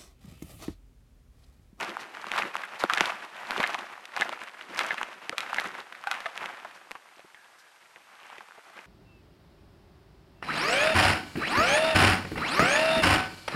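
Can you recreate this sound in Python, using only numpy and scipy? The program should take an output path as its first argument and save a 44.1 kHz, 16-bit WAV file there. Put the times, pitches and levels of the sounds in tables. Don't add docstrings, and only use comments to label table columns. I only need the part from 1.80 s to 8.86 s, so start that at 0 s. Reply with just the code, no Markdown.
import sys
import numpy as np
from scipy import signal
from scipy.fft import rfft, irfft, next_fast_len
from scipy.io import wavfile
from scipy.ndimage import map_coordinates

SR = 44100
rng = np.random.default_rng(int(sys.argv[2]) if len(sys.argv) > 2 else 0)


def bounce(signal):
    frames = np.transpose(np.atleast_2d(signal))
    limited = np.clip(frames, -1, 1)
    pcm = np.round(limited * 32767).astype(np.int16)
    wavfile.write(sys.argv[1], SR, pcm)


N = 311346
TOP_HZ = 12850

# pitch_hz, level_db
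DRAUGHT_TONE = [(25, -65), (95, -20), (240, -21), (390, -14), (800, -7), (1700, -8), (3400, -11.5),
                (8000, -19), (13000, -23.5)]
# pitch_hz, level_db
WHINE = [(8118, -78.5), (8146, -79), (11799, -83)]
# pitch_hz, fade_s
ECHO_FADES = [(150, 7.8), (800, 1.46), (2000, 0.8), (4000, 1.64), (12000, 0.47)]
# pitch_hz, level_db
WALL_TONE = [(100, -37), (400, -9.5), (800, -5), (2000, -5), (4000, -6.5), (12000, 0)]
# start_s, level_db, pitch_hz
CLINKS = [(5.548, -35, 1663), (5.776, -38, 1610)]
# start_s, level_db
CLACKS = [(1.174, -13), (1.839, -11), (2.42, -10.5), (3.107, -14.5), (3.784, -11), (4.458, -19.5)]
# pitch_hz, level_db, fade_s
GEAR_NOTES = [(800, -3, 0.013), (1758, -1.5, 0.0095), (1738, 3.5, 0.016), (2028, 1.5, 0.02),
              (2480, -1, 0.0093), (3670, -3, 0.0064)]
# start_s, level_db, length_s
SPRAYS = [(.205, -49.5, 0.012), (0.997, -43.5, 0.0084), (4.948, -58.5, 0.014), (5.789, -58.5, 0.0098)]
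# pitch_hz, level_db
SAND_TONE = [(1500, -24), (4000, 3.5), (5500, 0.5), (8000, -7), (13000, -12)]
# start_s, level_db
THUMPS = [(0.47, -43), (.652, -40.5), (1.038, -26), (1.208, -24.5), (1.779, -33), (1.798, -29),
          (2.399, -36), (3.494, -39), (4.618, -44), (5.11, -47.5), (5.369, -56), (5.445, -51.5),
          (6.161, -52), (6.581, -50), (6.989, -47.5)]
# pitch_hz, level_db
SOLE_TONE = [(30, -27), (90, -14.5), (140, -11), (200, 1), (285, -1), (350, 5), (480, -2.5), (900, -5.5),
             (2000, -64)]
# start_s, level_db, lowest_pitch_hz
BRICKS = [(4.271, -20, 809), (4.313, -25.5, 778), (4.461, -25, 664)]
# times_lowest_pitch, level_db, fade_s
BRICK_NOTES = [(1, 2.5, 0.049), (1.78, -2.5, 0.048), (1.92, -1.5, 0.072), (3.1, -8, 0.017)]
# pitch_hz, level_db
CRACK_TONE = [(100, -36), (400, -26), (1200, 0), (2400, 1.5), (3600, -0.5), (4700, -10.5), (7500, -17),
              (13000, -22)]
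# start_s, level_db, rattle_s
SHARDS = [(1.136, -8, 0.016), (2.992, -8.5, 0.024), (3.582, -10, 0.027), (3.606, -16, 0.051),
          (4.314, -11, .04)]
# pitch_hz, level_db, fade_s
SHARD_NOTES = [(1370, 14.5, 0.051), (2080, 7.5, 0.047), (2420, 10, 0.024), (3300, 0, 0.035),
               (3760, -1, 0.031), (5050, -14, 0.03)]
# start_s, level_db
SNAPS = [(0.517, -15.5), (0.59, -17.5), (.745, -27), (.767, -19.5), (1.009, -25), (1.182, -15),
         (1.199, -21), (1.208, -7), (1.708, -13), (1.803, -15), (1.945, -16), (1.99, -25), (2.365, -18.5),
         (2.399, -24), (2.411, -13), (3.005, -22), (3.231, -18), (3.495, -16), (3.745, -18.5), (3.799, -16),
         (4.405, -25.5), (4.577, -19), (4.659, -20.5), (5.11, -28.5), (5.116, -23.5)]
# pitch_hz, level_db
SNAP_TONE = [(30, -7), (110, -47), (200, -1), (500, -2.5), (1100, 4.5), (2600, 6), (4500, -6), (7000, -14),
             (13000, -23)]
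# start_s, level_db
TOCKS = [(.169, -15.5), (0.4425, -20), (.561, -13), (.571, -18), (0.7544, -12), (1.109, -15.5),
         (1.321, -18.5), (1.633, -24), (1.763, -15), (2.178, -27), (2.375, -14), (2.575, -29), (3.214, -13),
         (3.731, -12), (4.642, -20)]
# pitch_hz, level_db
TOCK_TONE = [(150, -27), (500, -28), (820, 1.5), (1500, 1), (2100, -16), (6000, -36.5)]
# start_s, level_db, pitch_hz, rattle_s, crack_db
KNOCKS = [(0.468, -27.5, 1130, 0.013, -4), (0.579, -16, 1370, 0.041, -6.5), (0.621, -14.5, 1700, .018, -24),
          (0.633, -18, 1280, 0.013, -17), (.835, -22, 1610, 0.055, -12), (1.038, -8, 960, 0.0081, -8.5),
          (1.098, -9.5, 1290, 0.034, -16.5), (1.208, -11, 1430, 0.027, -5), (1.257, -23, 2730, 0.02, 4),
          (1.803, -16.5, 800, 0.022, -1.5), (1.83, -17.5, 1840, 0.026, -4), (1.864, -21, 2160, 0.016, -15),
          (1.894, -19, 710, .03, -18), (1.949, -16.5, 1030, 0.02, -18), (2.137, -29, 1410, 0.018, -23),
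          (2.255, -35, 1670, .012, 5), (2.493, -22, 990, 0.0097, -1.5), (2.695, -33, 1870, 0.0096, -50),
          (2.811, -25.5, 1850, 0.011, -22), (3.143, -25.5, 890, .015, -4), (3.18, -21.5, 2010, 0.088, -15),
          (3.526, -24.5, 970, 0.052, -17), (3.843, -22, 1240, 0.04, -23), (3.951, -25, 1510, 0.042, -16),
          (4.126, -28, 1620, 0.011, -9), (4.151, -28.5, 1620, 0.022, -10), (4.239, -28, 1030, 0.03, -5.5),
          (4.321, -25.5, 1250, 0.085, -26), (4.848, -28, 994, 0.037, -11.5),
          (5.153, -28.5, 1340, 0.035, -15), (5.394, -36.5, 870, 0.016, -8), (5.546, -35.5, 1500, 0.021, -7),
          (6.160, -35.5, 1990, 0.025, -9), (6.582, -34, 1970, 0.048, -7), (6.607, -31.5, 1230, 0.025, -15),
          (6.686, -37.5, 970, .018, -6), (6.779, -40, 675, 0.05, -15), (6.99, -29.5, 2250, .03, -25)]
# full_weight_s, grit_db, sole_db, rise_s, settle_s
STEPS = [(0.0, -33, -50, 0.13, 0.26), (0.575, -31, -49, 0.13, 0.18), (1.21, -31, -53, 0.23, 0.25),
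         (1.795, -30, -46.5, 0.19, 0.25), (2.425, -35.5, -53, 0.13, 0.17), (3.009, -32, -48.5, 0.16, 0.29),
         (3.809, -34.5, -54, 0.12, 0.21), (4.34, -38, -81, 0.15, 0.3), (4.61, -39.5, -60, 0.19, 0.45),
         (6.52, -48, -72, 0.34, 0.18), (6.98, -49.5, -64.5, 0.22, 0.13)]
# start_s, level_db, length_s
SLIDES = [(0.196, -41, 0.037), (0.342, -44, 0.2), (0.734, -41.5, 0.12), (0.896, -45, 0.096),
          (0.997, -38, 0.048), (1.125, -38.5, 0.08), (1.262, -36.5, 0.044), (1.385, -42, 0.063),
          (1.536, -43, 0.11), (1.92, -43.5, 0.082), (1.975, -45, 0.16), (2.367, -32.5, 0.0085),
          (2.52, -38, .02), (2.612, -40, 0.023), (2.794, -43, 0.024), (3.176, -43.5, 0.11),
          (3.3, -49, 0.17), (3.579, -40.5, 0.19), (3.947, -42, 0.059), (4.906, -51.5, 0.049)]
# time_s, level_db
TRICKLE = [(0, -51), (4.2, -50), (5.2, -58), (5.95, -62), (7.05, -55)]
# pitch_hz, level_db
GRAVEL_TONE = [(50, -38), (120, -19.5), (300, -15), (370, -34), (470, -7.5), (650, -3.5), (860, -1),
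               (1450, 1), (2600, -4), (4000, -16), (8000, -27.5), (13000, -31)]


def amp(db):
    return 10 ** (np.asarray(db) / 20)


def unit(x):
    return x / np.sqrt(np.mean(x ** 2) + 1e-20)


def peaked(x):
    return x / np.abs(x).max()


def along(points, hz):
    pitches, values = np.transpose(points)
    return np.interp(np.log(hz + 1), np.log(pitches), values)


def wobble(rate):
    return map_coordinates(rng.standard_normal(int(N * rate / SR) + 4), [np.arange(N) * rate / SR])


def add(track, start_s, sound):
    part = track[max(round(start_s * SR), 0):][:len(sound)]
    part += sound[:len(part)]


def click(tone, size=4096):
    cepstrum = irfft(np.log(amp(along(tone, np.fft.rfftfreq(size, 1 / SR)))))
    cepstrum[1:size // 2] *= 2
    cepstrum[size // 2 + 1:] = 0
    return irfft(np.exp(rfft(cepstrum)))


def coloured(x, tone):
    return signal.fftconvolve(x, click(tone))[:len(x)]


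def hiss(tone):
    return unit(coloured(rng.standard_normal(N), tone))


def fade(t, fade_s):
    return np.exp(-np.log(1000) * t / np.maximum(fade_s, 1e-4))


def rattle(t, rattle_s, bounces_per_s=2000):
    bounces = rng.random(len(t)) < bounces_per_s / SR
    blows = amp(-8.5) * bounces * rng.standard_normal(len(t)) * fade(t, 1.8 * rattle_s)
    blows[0] = 1
    return blows


def slip(t, length_s, rise_s=0.0051, fall_s=0.017):
    return np.exp(-np.maximum(np.maximum(-t / rise_s, (t - length_s) / fall_s), 0))


def grains(per_s, hz, spread, cycles, scatter_db, size=200):
    count = int(per_s * N / SR)
    start = rng.integers(0, N, (count, 1))
    pitch = np.clip(hz * np.exp(spread * rng.standard_normal((count, 1))), hz / 2, TOP_HZ)
    strength = amp(scatter_db * np.minimum(rng.exponential(size=(count, 1)), 3))
    turns = pitch * np.arange(size) / SR
    ticks = strength * rng.choice([-1, 1], (count, 1)) * np.sin(2 * np.pi * turns) * fade(turns, cycles)
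    track = np.bincount((start + np.arange(size)).ravel(), ticks.ravel(), N)[:N]
    return unit(signal.sosfilt(signal.butter(2, hz / 2, "high", fs=SR, output="sos"), track))


def draught_and_whine():
    t = np.arange(N) / SR
    whine = sum(amp(db) * np.sin(2 * np.pi * hz * t + 0.4 * wobble(5)) for hz, db in WHINE)
    return amp(-61) * hiss(DRAUGHT_TONE) + whine


def tunnel_echo(sound, spots=6):
    echo = np.zeros(N)
    for spot in range(spots):
        hz, t, bands = signal.stft(rng.standard_normal(SR), SR, nperseg=256)
        bands = bands * fade(t, along(ECHO_FADES, hz)[:, None]) * (1 - np.exp(-t / 0.0089))
        tail = signal.istft(bands, SR, nperseg=256)[1]
        tail = coloured(tail / np.linalg.norm(tail), WALL_TONE)
        nearness = np.maximum(1 - np.abs(np.linspace(0, spots - 1, N) - spot), 0)
        echo += signal.fftconvolve(sound * nearness, tail)[:N]
    return echo


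def far_clinks():
    out, t = np.zeros(N), np.arange(SR) / SR
    for start_s, db, hz in CLINKS:
        add(out, start_s, amp(db) * peaked(np.sin(2 * np.pi * hz * t) * t * fade(t, 0.009)))
    return out


def gear_clacks(size=4096):
    out, t = np.zeros(N), np.arange(size) / SR
    for start_s, db in CLACKS:
        ring = sum(amp(note_db + rng.normal()) * np.sin(2 * np.pi * hz * rng.normal(1, 0.012) * t)
                   * fade(t, fade_s) for hz, note_db, fade_s in GEAR_NOTES)
        clack = peaked(ring * (1 - np.exp(-t / 0.00057)))
        add(out, start_s, amp(db - 0.5) * clack)
        add(out, start_s + rng.uniform(0.00358, 0.0091), amp(db - 8) * clack)
    return out


def sand_sprays():
    t = np.arange(N) / SR
    flow = sum(amp(db) * slip(t - start_s, length_s) for start_s, db, length_s in SPRAYS)
    return flow * hiss(SAND_TONE)


def ground_thumps(size=4096):
    out, t = np.zeros(N), np.arange(size) / SR
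    for start_s, db in THUMPS:
        thump = coloured(rng.standard_normal(size) * fade(t, 0.028), SOLE_TONE)
        add(out, start_s, amp(db + 5) * peaked(thump))
    return out


def rocking_bricks(size=8192):
    out, t = np.zeros(N), np.arange(size) / SR
    for start_s, db, hz in BRICKS:
        ring = sum(amp(note_db + rng.normal()) * np.sin(2 * np.pi * (hz * ratio * t + rng.random()))
                   * fade(t, fade_s) for ratio, note_db, fade_s in BRICK_NOTES)
        ring *= 1 - np.exp(-t / 0.00087)
        crack = coloured(rng.standard_normal(size) * fade(t, 0.047), CRACK_TONE)
        add(out, start_s, amp(db + 1.5) * (peaked(ring) + amp(-7) * peaked(crack)))
    return out


def ringing_shards(size=4096):
    out, t = np.zeros(N), np.arange(size) / SR
    crack = amp(6.5) * peaked(click(CRACK_TONE, size))
    for start_s, db, rattle_s in SHARDS:
        ring = sum(amp(note_db + rng.normal()) * np.sin(2 * np.pi * hz * rng.normal(1, 0.023) * t)
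                   * fade(t, fade_s) for hz, note_db, fade_s in SHARD_NOTES)
        chatter = signal.fftconvolve(rattle(t, rattle_s), np.diff(ring, prepend=0))[:size]
        add(out, start_s, amp(db) * peaked(peaked(chatter) + crack))
    return out


def grit_snaps(size=512):
    out, t = np.zeros(N), np.arange(size) / SR
    swing = signal.lfilter([-0.6, 1], [1, -0.6], click(SNAP_TONE))
    for start_s, db in SNAPS:
        crumble = (t == 0) + amp(-13) * rng.standard_normal(size) * fade(t, 0.0041)
        add(out, start_s, amp(db + 1.5) * peaked(signal.fftconvolve(crumble, swing)))
    return out


def hollow_tocks():
    out = np.zeros(N)
    for start_s, db in TOCKS:
        tuning = rng.normal(1, 0.018)
        tock = click([(hz * tuning, level_db) for hz, level_db in TOCK_TONE])
        add(out, start_s, amp(db - 4) * peaked(tock))
    return out


def stone_knocks(size=4096):
    out, t = np.zeros(N), np.arange(size) / SR
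    for start_s, db, hz, rattle_s, crack_db in KNOCKS:
        pitches = hz * np.array([[0.7], [1], [1.38], [2.1]]) * np.exp(0.12 * rng.standard_normal((4, 1)))
        turns = pitches * t
        strengths = amp(np.array([-4, 5, 5, -6]) + 1.8 * rng.standard_normal(4)) * [1, -1, 1, -1]
        notes = strengths @ (np.cos(2 * np.pi * turns) * fade(turns, 7))
        ring = signal.fftconvolve(rattle(t, rattle_s), notes)[:size]
        ring = signal.lfilter(*signal.butter(2, min(1.83 * hz, TOP_HZ), fs=SR), ring)
        crack = coloured(rng.standard_normal(size) * fade(t, rattle_s) + 9 * (t == 0), CRACK_TONE)
        add(out, start_s, amp(db) * (amp(-2) * peaked(ring) + amp(crack_db + 3) * peaked(crack)))
    return out


def tread(t, rise_s, settle_s, swing_db=24, roundness=1.244):
    return amp(-swing_db * np.maximum(-t / rise_s, t / settle_s) ** roundness)


def footwork(sole_lag_s=0.017, sole_stretch=1.53):
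    t = np.arange(N) / SR
    grit_power = amp(np.interp(t, *np.transpose(TRICKLE))) ** 2
    grit_power += sum((amp(db) * slip(t - start_s, length_s)) ** 2 for start_s, db, length_s in SLIDES)
    sole_power = grit_power * amp(-19.5) ** 2
    for full_weight_s, grit_db, sole_db, rise_s, settle_s in STEPS:
        grit_t = t - full_weight_s
        sole_t = (grit_t - sole_lag_s) / sole_stretch
        grit_power += (amp(grit_db) * tread(grit_t, rise_s, settle_s)) ** 2
        sole_power += (amp(sole_db) * tread(sole_t, rise_s, settle_s)) ** 2
    return 10 * np.log10(grit_power), 10 * np.log10(sole_power)


def boot_crunch():
    grind_db, scuff_db = footwork()
    weight_db = grind_db - grind_db.max()
    clumps_db = 2.13 * wobble(70)
    gravel = hiss(GRAVEL_TONE)
    pebbles = grains(per_s=170, hz=1454, spread=0.46, cycles=7.7, scatter_db=2.5, size=400)
    splinters = grains(per_s=180, hz=3620, spread=0.54, cycles=5.3, scatter_db=8)
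    splinters *= amp(0.27 * weight_db)
    strays = grains(per_s=32, hz=1600, spread=0.4, cycles=7.7, scatter_db=5, size=600)
    strays *= amp(-42.5 + 0.79 * weight_db)
    grit = amp(grind_db + clumps_db) * (amp(-2) * gravel + amp(-4.5) * pebbles + amp(-14.5) * splinters)
    scuff = amp(scuff_db + clumps_db + 4.1 * wobble(30) + 1) * hiss(SOLE_TONE)
    return grit + strays + scuff


def scene():
    crunch = boot_crunch() + sand_sprays()
    ringing = rocking_bricks() + ringing_shards()
    knocks = stone_knocks() + hollow_tocks() + grit_snaps() + ground_thumps() + gear_clacks()
    direct = amp(-0.18) * crunch + amp(0.87) * (knocks + ringing)
    echo = tunnel_echo(amp(-11) * crunch + amp(-12) * ringing + amp(-18) * knocks + far_clinks())
    return (direct + echo + draught_and_whine())[None]


def record(dry):
    size = next_fast_len(N + SR // 4)
    hz = np.fft.rfftfreq(size, 1 / SR)
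    passed = np.clip((TOP_HZ - hz) / 200 + 0.5, 0, 1)
    return irfft(rfft(dry, size) * passed, size)[..., :N]


dry = scene()
out = record(dry)
bounce(out)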